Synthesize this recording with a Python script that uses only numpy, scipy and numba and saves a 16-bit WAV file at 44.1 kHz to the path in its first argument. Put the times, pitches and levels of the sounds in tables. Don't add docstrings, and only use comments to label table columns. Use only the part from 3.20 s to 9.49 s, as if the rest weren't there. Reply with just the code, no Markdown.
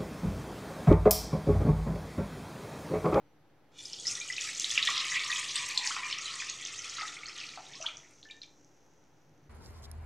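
import sys
import numpy as np
from scipy import signal
from scipy.fft import rfft, irfft, next_fast_len
from scipy.io import wavfile
from scipy.ndimage import map_coordinates
from numba import njit

SR = 44100
rng = np.random.default_rng(int(sys.argv[2]) if len(sys.argv) > 2 else 0)


def digitize_waveform(pressure):
    field = np.atleast_2d(pressure).T
    bounded = np.clip(field, -1, 1)
    quanta = np.round(bounded * 32767).astype(np.int16)
    wavfile.write(sys.argv[1], SR, quanta)


def magnitude_from_level(level_db):
    exponent = np.asarray(level_db, float) / 20
    return 10 ** exponent


N = 277369

# time in seconds, level of the smaller bubbles in dB before further offsets,
# lean towards tiny bubbles in dB per octave.
STREAM = [(.5, -93, 1.5), (.58, -64.5, 8), (.7, -53.5, 8), (.83, -49.5, 2), (.89, -49.5, 8),
          (1.06, -55.5, 6), (1.12, -50, 4), (1.49, -45.5, 5), (1.58, -41, 0), (1.99, -43, 1),
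          (2.18, -44.5, 2), (2.7, -44, 0.5), (3.05, -47.5, 1), (3.18, -48, 1), (3.3, -50, -0.5),
          (3.69, -50, 2), (3.81, -47.5, -0.5), (4.02, -59, 0), (4.08, -55.5, -3.5), (4.19, -51.5, -1.5),
          (4.43, -58.5, -3), (4.65, -56, 2), (4.76, -69, -8), (5.0, -81, 2)]
SIZES_HZ = [1210, 2190, 3430, 6400]
# time in seconds, peak level in dB ahead of pot, room and
# microphone, pitch in Hz, decay in cycles.
BUBBLES = [(.583, -45.5, 3484, 90.5), (.655, -30, 5120, 15), (0.732, -25, 5320, 5.8),
           (.787, -43.5, 3360, 67), (.799, -31.5, 6440, 15), (.852, -40.5, 1924, 12),
           (0.855, -35, 5100, 35), (0.869, -22.5, 5250, 33), (.879, -19.5, 5670, 9.9),
           (0.952, -35, 3550, 16), (.973, -36, 3300, 7.5), (.953, -26.5, 5720, 9.8),
           (.975, -44.5, 1940, 18), (1.001, -26, 6400, 12), (1.009, -36, 2367, 45), (1.014, -30, 3700, 8.3),
           (1.051, -54, 1270, 20), (1.086, -37, 2800, 6.4), (1.1, -29, 1985, 27), (1.125, -28.5, 5340, 14),
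           (1.132, -31.5, 3010, 4.3), (1.165, -31, 4020, 6), (1.181, -27.5, 2560, 9),
           (1.211, -21.5, 6660, 3.8), (1.241, -45.5, 1250, 22), (1.249, -33.5, 3560, 5),
           (1.297, -34, 7900, 30), (1.398, -16, 6060, 4.6), (1.444, -19, 3730, 6.6),
           (1.504, -22.5, 3400, 6), (1.513, -19, 6030, 10), (1.577, -12, 2750, 3.2),
           (1.582, -23.5, 5100, 4.4), (1.627, -17, 3830, 10), (1.652, -25.5, 7300, 5.9),
           (1.673, -16.5, 3460, 8), (1.675, -22.5, 1885, 15.5), (1.687, -26.5, 1125, 8),
           (1.739, -30.5, 3740, 5.7), (1.758, -29, 3040, 5.3), (1.8, -27.5, 4020, 12),
           (1.919, -25, 2000, 11), (1.945, -25, 3290, 8.1), (1.994, -24.5, 3430, 4),
           (2.037, -27.5, 3340, 6.1), (2.1, -30.5, 1887, 36), (2.116, -23, 3700, 7.8),
           (2.127, -26, 2470, 10), (2.159, -24.5, 3350, 3.4), (2.197, -26.5, 8370, 15),
           (2.356, -29, 3540, 20), (2.357, -19, 8110, 14), (2.462, -29, 7360, 13), (2.393, -33, 2350, 20),
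           (2.504, -32, 2460, 6), (2.576, -12, 4100, 5.1), (2.577, -21.5, 7280, 11),
           (2.662, -31, 1894, 9.5), (2.667, -22.5, 7500, 1.7), (2.674, -17.5, 4890, 1.3),
           (2.706, -30, 1303, 7), (2.715, -31.5, 3090, 16), (2.763, -31, 2480, 8),
           (2.765, -29.5, 1130, 4.7), (2.83, -34.5, 2350, 75), (2.912, -29.5, 5260, 28),
           (2.926, -26, 2970, 11), (2.927, -23.5, 4160, 8.7), (2.985, -26.5, 5700, 12),
           (3.014, -34, 6600, 10), (3.057, -30, 3950, 27), (3.112, -30.5, 4000, 9.1),
           (3.2, -30.5, 2444, 19), (3.221, -27, 1900, 1.9), (3.298, -24, 6510, 16), (3.286, -39, 2550, 27),
           (3.298, -37, 4290, 32), (3.451, -26.5, 6200, 15), (3.483, -35, 2620, 7.8),
           (3.473, -25.5, 6130, 1.8), (3.591, -28.5, 5970, 15), (3.697, -26, 6130, 3.6),
           (3.783, -33.5, 1306, 7.8), (3.811, -31.5, 2017, 6), (3.777, -38.5, 2060, 15),
           (3.796, -40.5, 1264, 37), (3.799, -33, 5000, 11), (3.819, -40.5, 845, 3), (3.829, -34, 1258, 20),
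           (3.853, -35.5, 1930, 7), (3.879, -35, 3980, 5.1), (3.943, -39, 8300, 12),
           (3.967, -36.5, 2106, 10), (4.033, -33, 2204, 9.1), (4.058, -34, 4300, 16),
           (4.067, -34, 6330, 9.1), (4.085, -30.5, 5140, 9.8), (4.095, -34, 2650, 3.7),
           (4.179, -37, 6400, 19), (4.202, -30, 5040, 6), (4.213, -32, 2570, 4), (4.238, -34, 2420, 2.7),
           (4.266, -35.5, 4830, 4.1), (4.291, -34, 3880, 4), (4.336, -41, 2330, 9.3),
           (4.357, -39.5, 4190, 11), (4.373, -36, 755, 4.45), (4.375, -41.5, 1320, 9.6),
           (4.535, -41, 3570, 12), (4.554, -36, 5210, 10), (4.567, -41, 3940, 5), (4.6, -44.5, 635, 13),
           (4.612, -31.5, 5970, 9.2), (4.615, -37, 2800, 3.6), (4.644, -38, 1380, 4),
           (4.647, -45.5, 940, 11), (4.626, -27.5, 5700, 5.5), (4.66, -30.5, 3020, 14),
           (4.664, -22, 3330, 9.9), (4.679, -42.5, 1290, 13), (4.687, -33, 2360, 11),
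           (4.77, -33.5, 5760, 8), (4.908, -55, 9400, 23), (5.029, -41, 3850, 4.1), (5.05, -48, 5140, 4.5),
           (5.052, -49, 1744, 64), (5.088, -51.5, 2890, 12), (5.099, -43.5, 2330, 25),
           (5.109, -49, 7200, 16), (5.11, -37.5, 3730, 17), (5.141, -58, 1767, 61),
           (5.217, -34.5, 4010, 11), (5.232, -40.5, 5600, 4), (5.233, -39.5, 3495, 9),
           (5.234, -50, 2350, 16)]
POOL_S = .85


def rms_one(x):
    return x / np.sqrt(np.mean(x ** 2) + 1e-20)


def in_time(rows):
    s, *columns = np.transpose(rows)
    return [np.interp(np.arange(N) / SR, s, c) for c in columns]


def at_hz(points, hz):
    table_hz, values = np.array(points).T
    return np.interp(np.log(hz), np.log(table_hz), values)


def drift(rate_hz):
    r = np.exp(-80 * np.pi * rate_hz / SR)
    noise = rng.standard_normal(N // 40 + 2002)
    slow = signal.lfilter([1], [1, -2 * r, r * r], noise)[2000:]
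    return np.interp(np.arange(N) / 40, np.arange(len(slow)), rms_one(slow))


def resonance(x, hz, width_hz):
    r = np.exp(-np.pi * width_hz / SR)
    poles = [1, -2 * r * np.cos(2 * np.pi * hz / SR), r * r]
    return signal.lfilter([(1 - r * r) / 2, 0, (r * r - 1) / 2], poles, x)


def coloured(spectrum):
    hz = np.maximum(np.arange(N // 2 + 1) * SR / N, 1)
    white = rfft(rng.standard_normal(N))
    return rms_one(irfft(white * magnitude_from_level(at_hz(spectrum, hz)), N))


def random_clicks(chance, spread_db):
    signs = (rng.random(N) < chance) * rng.choice([-1, 1], N)
    return signs * magnitude_from_level(spread_db * rng.exponential(1, N))


def rumble(waver_db=1.0):
    # frequency in Hz, relative density in dB per Hz.
    colour = [(15, -68.5), (25, -21), (112, -6.5), (146, -8), (207, -12.5), (326, -8), (573, -11.5),
              (637, -15.5), (811, -12), (1180, -21.5), (1280, -18.5), (4260, -31), (5880, -37),
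              (8320, -45.5), (15000, -43.5)]
    # time in seconds, rms level in dB.
    swell = [(0, -66.5), (.45, -66.5), (.91, -59), (1.2, -61), (4.5, -62.5), (4.9, -66), (6.29, -67)]
    # frequency in Hz, width in Hz, rms level in dB ahead of the waver.
    whines = [(296, 15, -74), (5900, 5.6, -90.5), (11900, 15.3, -101), (11300, 14, -100)]
    # frequency in Hz, relative density in dB
    # per Hz; the second part is its rms level in dB.
    sides_colour, sides_db = [(15, -40), (25, -7), (139, -5), (264, -4.5), (404, -6.5), (501, -5.5),
                              (1180, -12.5), (15000, -28.5)], -76
    hums = np.zeros(N)
    for hz, width_hz, db in whines:
        level = magnitude_from_level(db + waver_db * drift(2.7))
        hums += level * rms_one(resonance(rng.standard_normal(N), hz, width_hz))
    middle = magnitude_from_level(in_time(swell)[0]) * coloured(colour) + hums
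    return middle + magnitude_from_level(sides_db) * coloured(sides_colour) * [[1], [-1]]


def hum(hz=146, width_hz=10):
    # time in seconds, level in dB.
    waver = [(0, -70), (.3, -77), (2.08, -69.5), (4.2, -79), (4.52, -65.5), (4.92, -81), (5.9, -75),
             (6.29, -62)]
    return magnitude_from_level(in_time(waver)[0]) * rms_one(resonance(rng.standard_normal(N), hz, width_hz))


@njit
def add(out, at, size, hz, swell, cycles, rise):
    for k in range(len(at)):
        step, phase = hz[k] / SR, 0.
        end = at[k] + int((swell[k] + 6 * cycles[k]) / step)
        for i in range(at[k], min(end, len(out))):
            n = (i - at[k]) * step - swell[k]
            phase += 2 * np.pi * step * (1 + rise[k] * n / cycles[k])
            shape = np.exp(-n / cycles[k]) if n > 0 else np.cos(.5 * np.pi * n / swell[k]) ** 2
            out[i] += size[k] * shape * np.sin(phase)


def crowd(spread_db=1.0, clump_db=3.0, mean_cycles=10.05, lift_db=-6, pocket_lift_db=-5, gather=.2):
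    # pitch in Hz, level offset in dB.
    colour = [(600, 2.5), (900, -10), (1250, 2), (1550, 0.5), (2000, 5.5), (4000, 6.5), (4800, 8.5),
              (6500, 11), (8500, 2.5), (11000, -4), (15000, -19)]
    # time in seconds, pitch in Hz,
    # level in dB before the offsets below.
    gurgle = [(.85, 1280, -53.5), (1.05, 1238, -63.5), (1.45, 1240, -61.5), (1.6, 1182, -49),
              (2.1, 1098, -51), (2.5, 1066, -56), (2.57, 915, -51), (2.68, 922, -52), (2.72, 1223, -50.5),
              (2.8, 1068, -53), (3.05, 1223, -53), (3.2, 1090, -57.5), (3.5, 1234, -61.5),
              (3.81, 1255, -54.5), (3.92, 1282, -56.5), (4.34, 1260, -63.5), (4.38, 800, -84),
              (4.52, 840, -72), (4.64, 1303, -49.5), (4.78, 1280, -86), (5.0, 1305, -79)]
    large_hz, shallow_hz, shallow_db = 1720, 2760, -25.5
    when, pitch, size, life, bend = rng.random((5, 22000))
    at = (when * N).astype(np.int64)
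    hz = 600 * 25 ** pitch
    large = hz < large_hz
    level, lean = in_time(STREAM)
    centre, pocket_db = in_time(gurgle)

    octaves = np.log2(np.clip(hz, SIZES_HZ[1], 10500) / SIZES_HZ[2])
    db = np.where(large, pocket_db[at] + pocket_lift_db, level[at] + lean[at] * octaves)
    db += shallow_db * ((at < POOL_S * SR) & (hz < shallow_hz))
    db += at_hz(colour, hz) + lift_db

    together = drift(21.0)
    clumps = np.array([0.36 * together + drift(7.8) + .5 * drift(30) for size_class in SIZES_HZ])
    place = np.interp(np.log(hz), np.log(SIZES_HZ), np.arange(len(SIZES_HZ)))
    db += clump_db * map_coordinates(clumps, [place, at], order=1)
    db -= np.where(large, 4.5, spread_db) * np.log(size + 0.037)

    hz = np.where(large, centre[at] * (hz / 1000) ** gather, hz)
    pouring = (at > STREAM[0][0] * SR) & (at < STREAM[-1][0] * SR)
    swell = np.where(large, 4.0, 1.8)
    cycles = np.where(large, 14.0, mean_cycles) * (0.35 + 1.71 * life)
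    out = np.zeros(N)
    add(out, at, magnitude_from_level(db) * pouring, hz, swell, cycles, 0.093 * bend)
    return out


def pot(x):
    # frequency in Hz, width in Hz, gain in dB.
    modes = [(1230, 30, -10), (1755, 12, -5), (1930, 40, -9), (2350, 18, -7), (2480, 25, -12),
             (2930, 30, -12), (3290, 30, -11), (3440, 20, -7), (3650, 30, -11), (3760, 30, -12),
             (4350, 50, -15), (5200, 30, -9), (5810, 50, -15), (6270, 50, -14), (7290, 70, -16)]
    return sum((-1) ** k * magnitude_from_level(db) * resonance(x, hz, width_hz) for k, (hz, width_hz, db) in enumerate(modes))


def kitchen(x):
    # frequency in Hz, time to fall by 60 dB in seconds.
    decay = [(500, 0.75), (2000, 0.35), (5000, 0.29), (12000, 0.67)]
    size = next_fast_len(N + SR)
    hz = np.maximum(np.arange(size // 2 + 1) * SR / size, 1)
    t60, walls = at_hz(decay, hz), 0
    for k, lag_s in enumerate(np.geomspace(.0071, .047, 16)):
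        turn = magnitude_from_level(-60 * lag_s / t60) * np.exp(-2j * np.pi * hz * lag_s)
        walls = walls + (-1) ** k * turn / (1 - turn)
    return irfft(rfft(x, size) * walls, size)[:N]


def patter(spread_db=5.0):
    # time in seconds, level in dB.
    strength = [(.512, -110), (.518, -67), (.56, -58), (.585, -49.5), (.7, -51), (.85, -61), (1.3, -49.5),
                (1.7, -45.5), (2., -83.5), (2.2, -130)]
    high_pass = signal.butter(8, 2300, "high", fs=SR, output="sos")
    bright = signal.sosfilt(high_pass, random_clicks(.03, spread_db))
    return magnitude_from_level(in_time(strength)[0]) * rms_one(pot(bright) + 0.017 * bright)


def loud_bubbles(rows, rise=0.018, swarm_db=-9, swarm_s=.012, swarm_width=0.197):
    s, db, hz, cycles = np.transpose(rows)
    out = np.zeros(N)
    swell = 1.7 + 0.067 * cycles
    add(out, (s * SR).astype(np.int64), magnitude_from_level(db), hz, swell, cycles, rise + 0 * s)

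    late, near, size = np.moveaxis(rng.random((len(s), 8, 3)), 2, 0)
    at = (s[:, None] - swarm_s * (np.log(late + .01) + 0.1001)) * SR
    pitch = hz[:, None] * np.exp(swarm_width * (2 * near - 1))
    sizes = magnitude_from_level(db[:, None] + swarm_db - 2.7 * size + 5.7 * np.log(late + .01))
    flat = np.ones(at.size)
    add(out, at.ravel().astype(np.int64), sizes.ravel(), pitch.ravel(), 1.0 * flat, 12.0 * flat, 0.086 * flat)
    return out


def ticks(tick_db=-9):
    s, db = np.transpose(BUBBLES)[:2]
    clicks = np.zeros(N)
    sizes = magnitude_from_level(db + tick_db + rng.normal(0, 4.6, len(s)))
    clicks[(s * SR).astype(int)] = sizes * rng.choice([-1, 1], len(s))
    return resonance(clicks, 6500, 5000)


def stray_bubbles(over_db=11, spread_db=5.0, cycles=6.7):
    when, pitch, size, life = rng.random((170, 4)).T
    s = POOL_S + when * (STREAM[-1][0] - POOL_S)
    hz = 2300 * 3.6 ** pitch
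    level, lean = (c[(s * SR).astype(int)] for c in in_time(STREAM))
    db = level + lean * np.log2(hz / SIZES_HZ[2]) + over_db - spread_db * np.log(size + 0.28)
    return np.transpose([s, db, hz, cycles * (0.13 + 1.5 * life)])


def snaps(snap_s=.002, cut_hz=6000, lift_db=6):
    # time in seconds, level in dB before the lift and the high-pass.
    splashes = [(0.8879, -47), (0.9802, -59), (1.1, -47), (1.1778, -47), (1.2102, -44.5), (1.2385, -40),
                (1.3334, -41.5), (1.3964, -32), (1.4414, -38.5), (1.5011, -42), (1.5484, -47),
                (1.6255, -40), (1.6526, -34), (1.6866, -40), (1.757, -37.5), (1.8496, -35.5),
                (1.9381, -43.5), (1.9675, -36), (2.0772, -38.5), (2.1147, -42), (2.1975, -38),
                (2.2344, -48), (2.3087, -60), (2.358, -33), (2.489, -32), (2.6619, -40.5), (2.8235, -54),
                (2.9927, -50.5), (4.2398, -49), (4.9083, -56)]
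    s, db = np.transpose(splashes)
    hits = np.zeros(N)
    hits[(s * SR).astype(int)] = magnitude_from_level(db + lift_db)
    envelope = signal.lfilter([1], [1, -np.exp(-1 / (snap_s * SR))], hits + 1e-18)
    puffs = envelope * rng.standard_normal(N)
    return signal.sosfilt(signal.butter(2, cut_hz, "high", fs=SR, output="sos"), puffs)


def foam(centre_hz=6000, width_hz=1500, spread_db=3.0):
    start_s, full_s, full_db, fade_db_per_s = 3.2, 4.59, -59, -13.5
    clicks = random_clicks(.15, spread_db)
    fizz = resonance(resonance(clicks, centre_hz, width_hz), centre_hz, width_hz)
    t = np.arange(N) / SR
    grown = np.clip((t - start_s) / (full_s - start_s), 0, 1) ** 2
    return grown * magnitude_from_level(full_db + fade_db_per_s * (t - full_s)) * rms_one(fizz)


def scene():
    milk = loud_bubbles(BUBBLES) + loud_bubbles(stray_bubbles()) + ticks() + snaps() + crowd()
    milk = milk + pot(milk) + patter()
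    milk = milk + magnitude_from_level(-19) * kitchen(milk) + foam()
    microphone = signal.butter(3, 8320, fs=SR, output="sos")
    return signal.sosfilt(microphone, milk) + rumble() + hum()


def low_pass(x):
    return signal.sosfilt(signal.butter(12, 15700, fs=SR, output="sos"), x)


def record(dry):
    mix = dry - 0.00055
    return low_pass(mix)


dry = scene()
out = record(dry)
digitize_waveform(out)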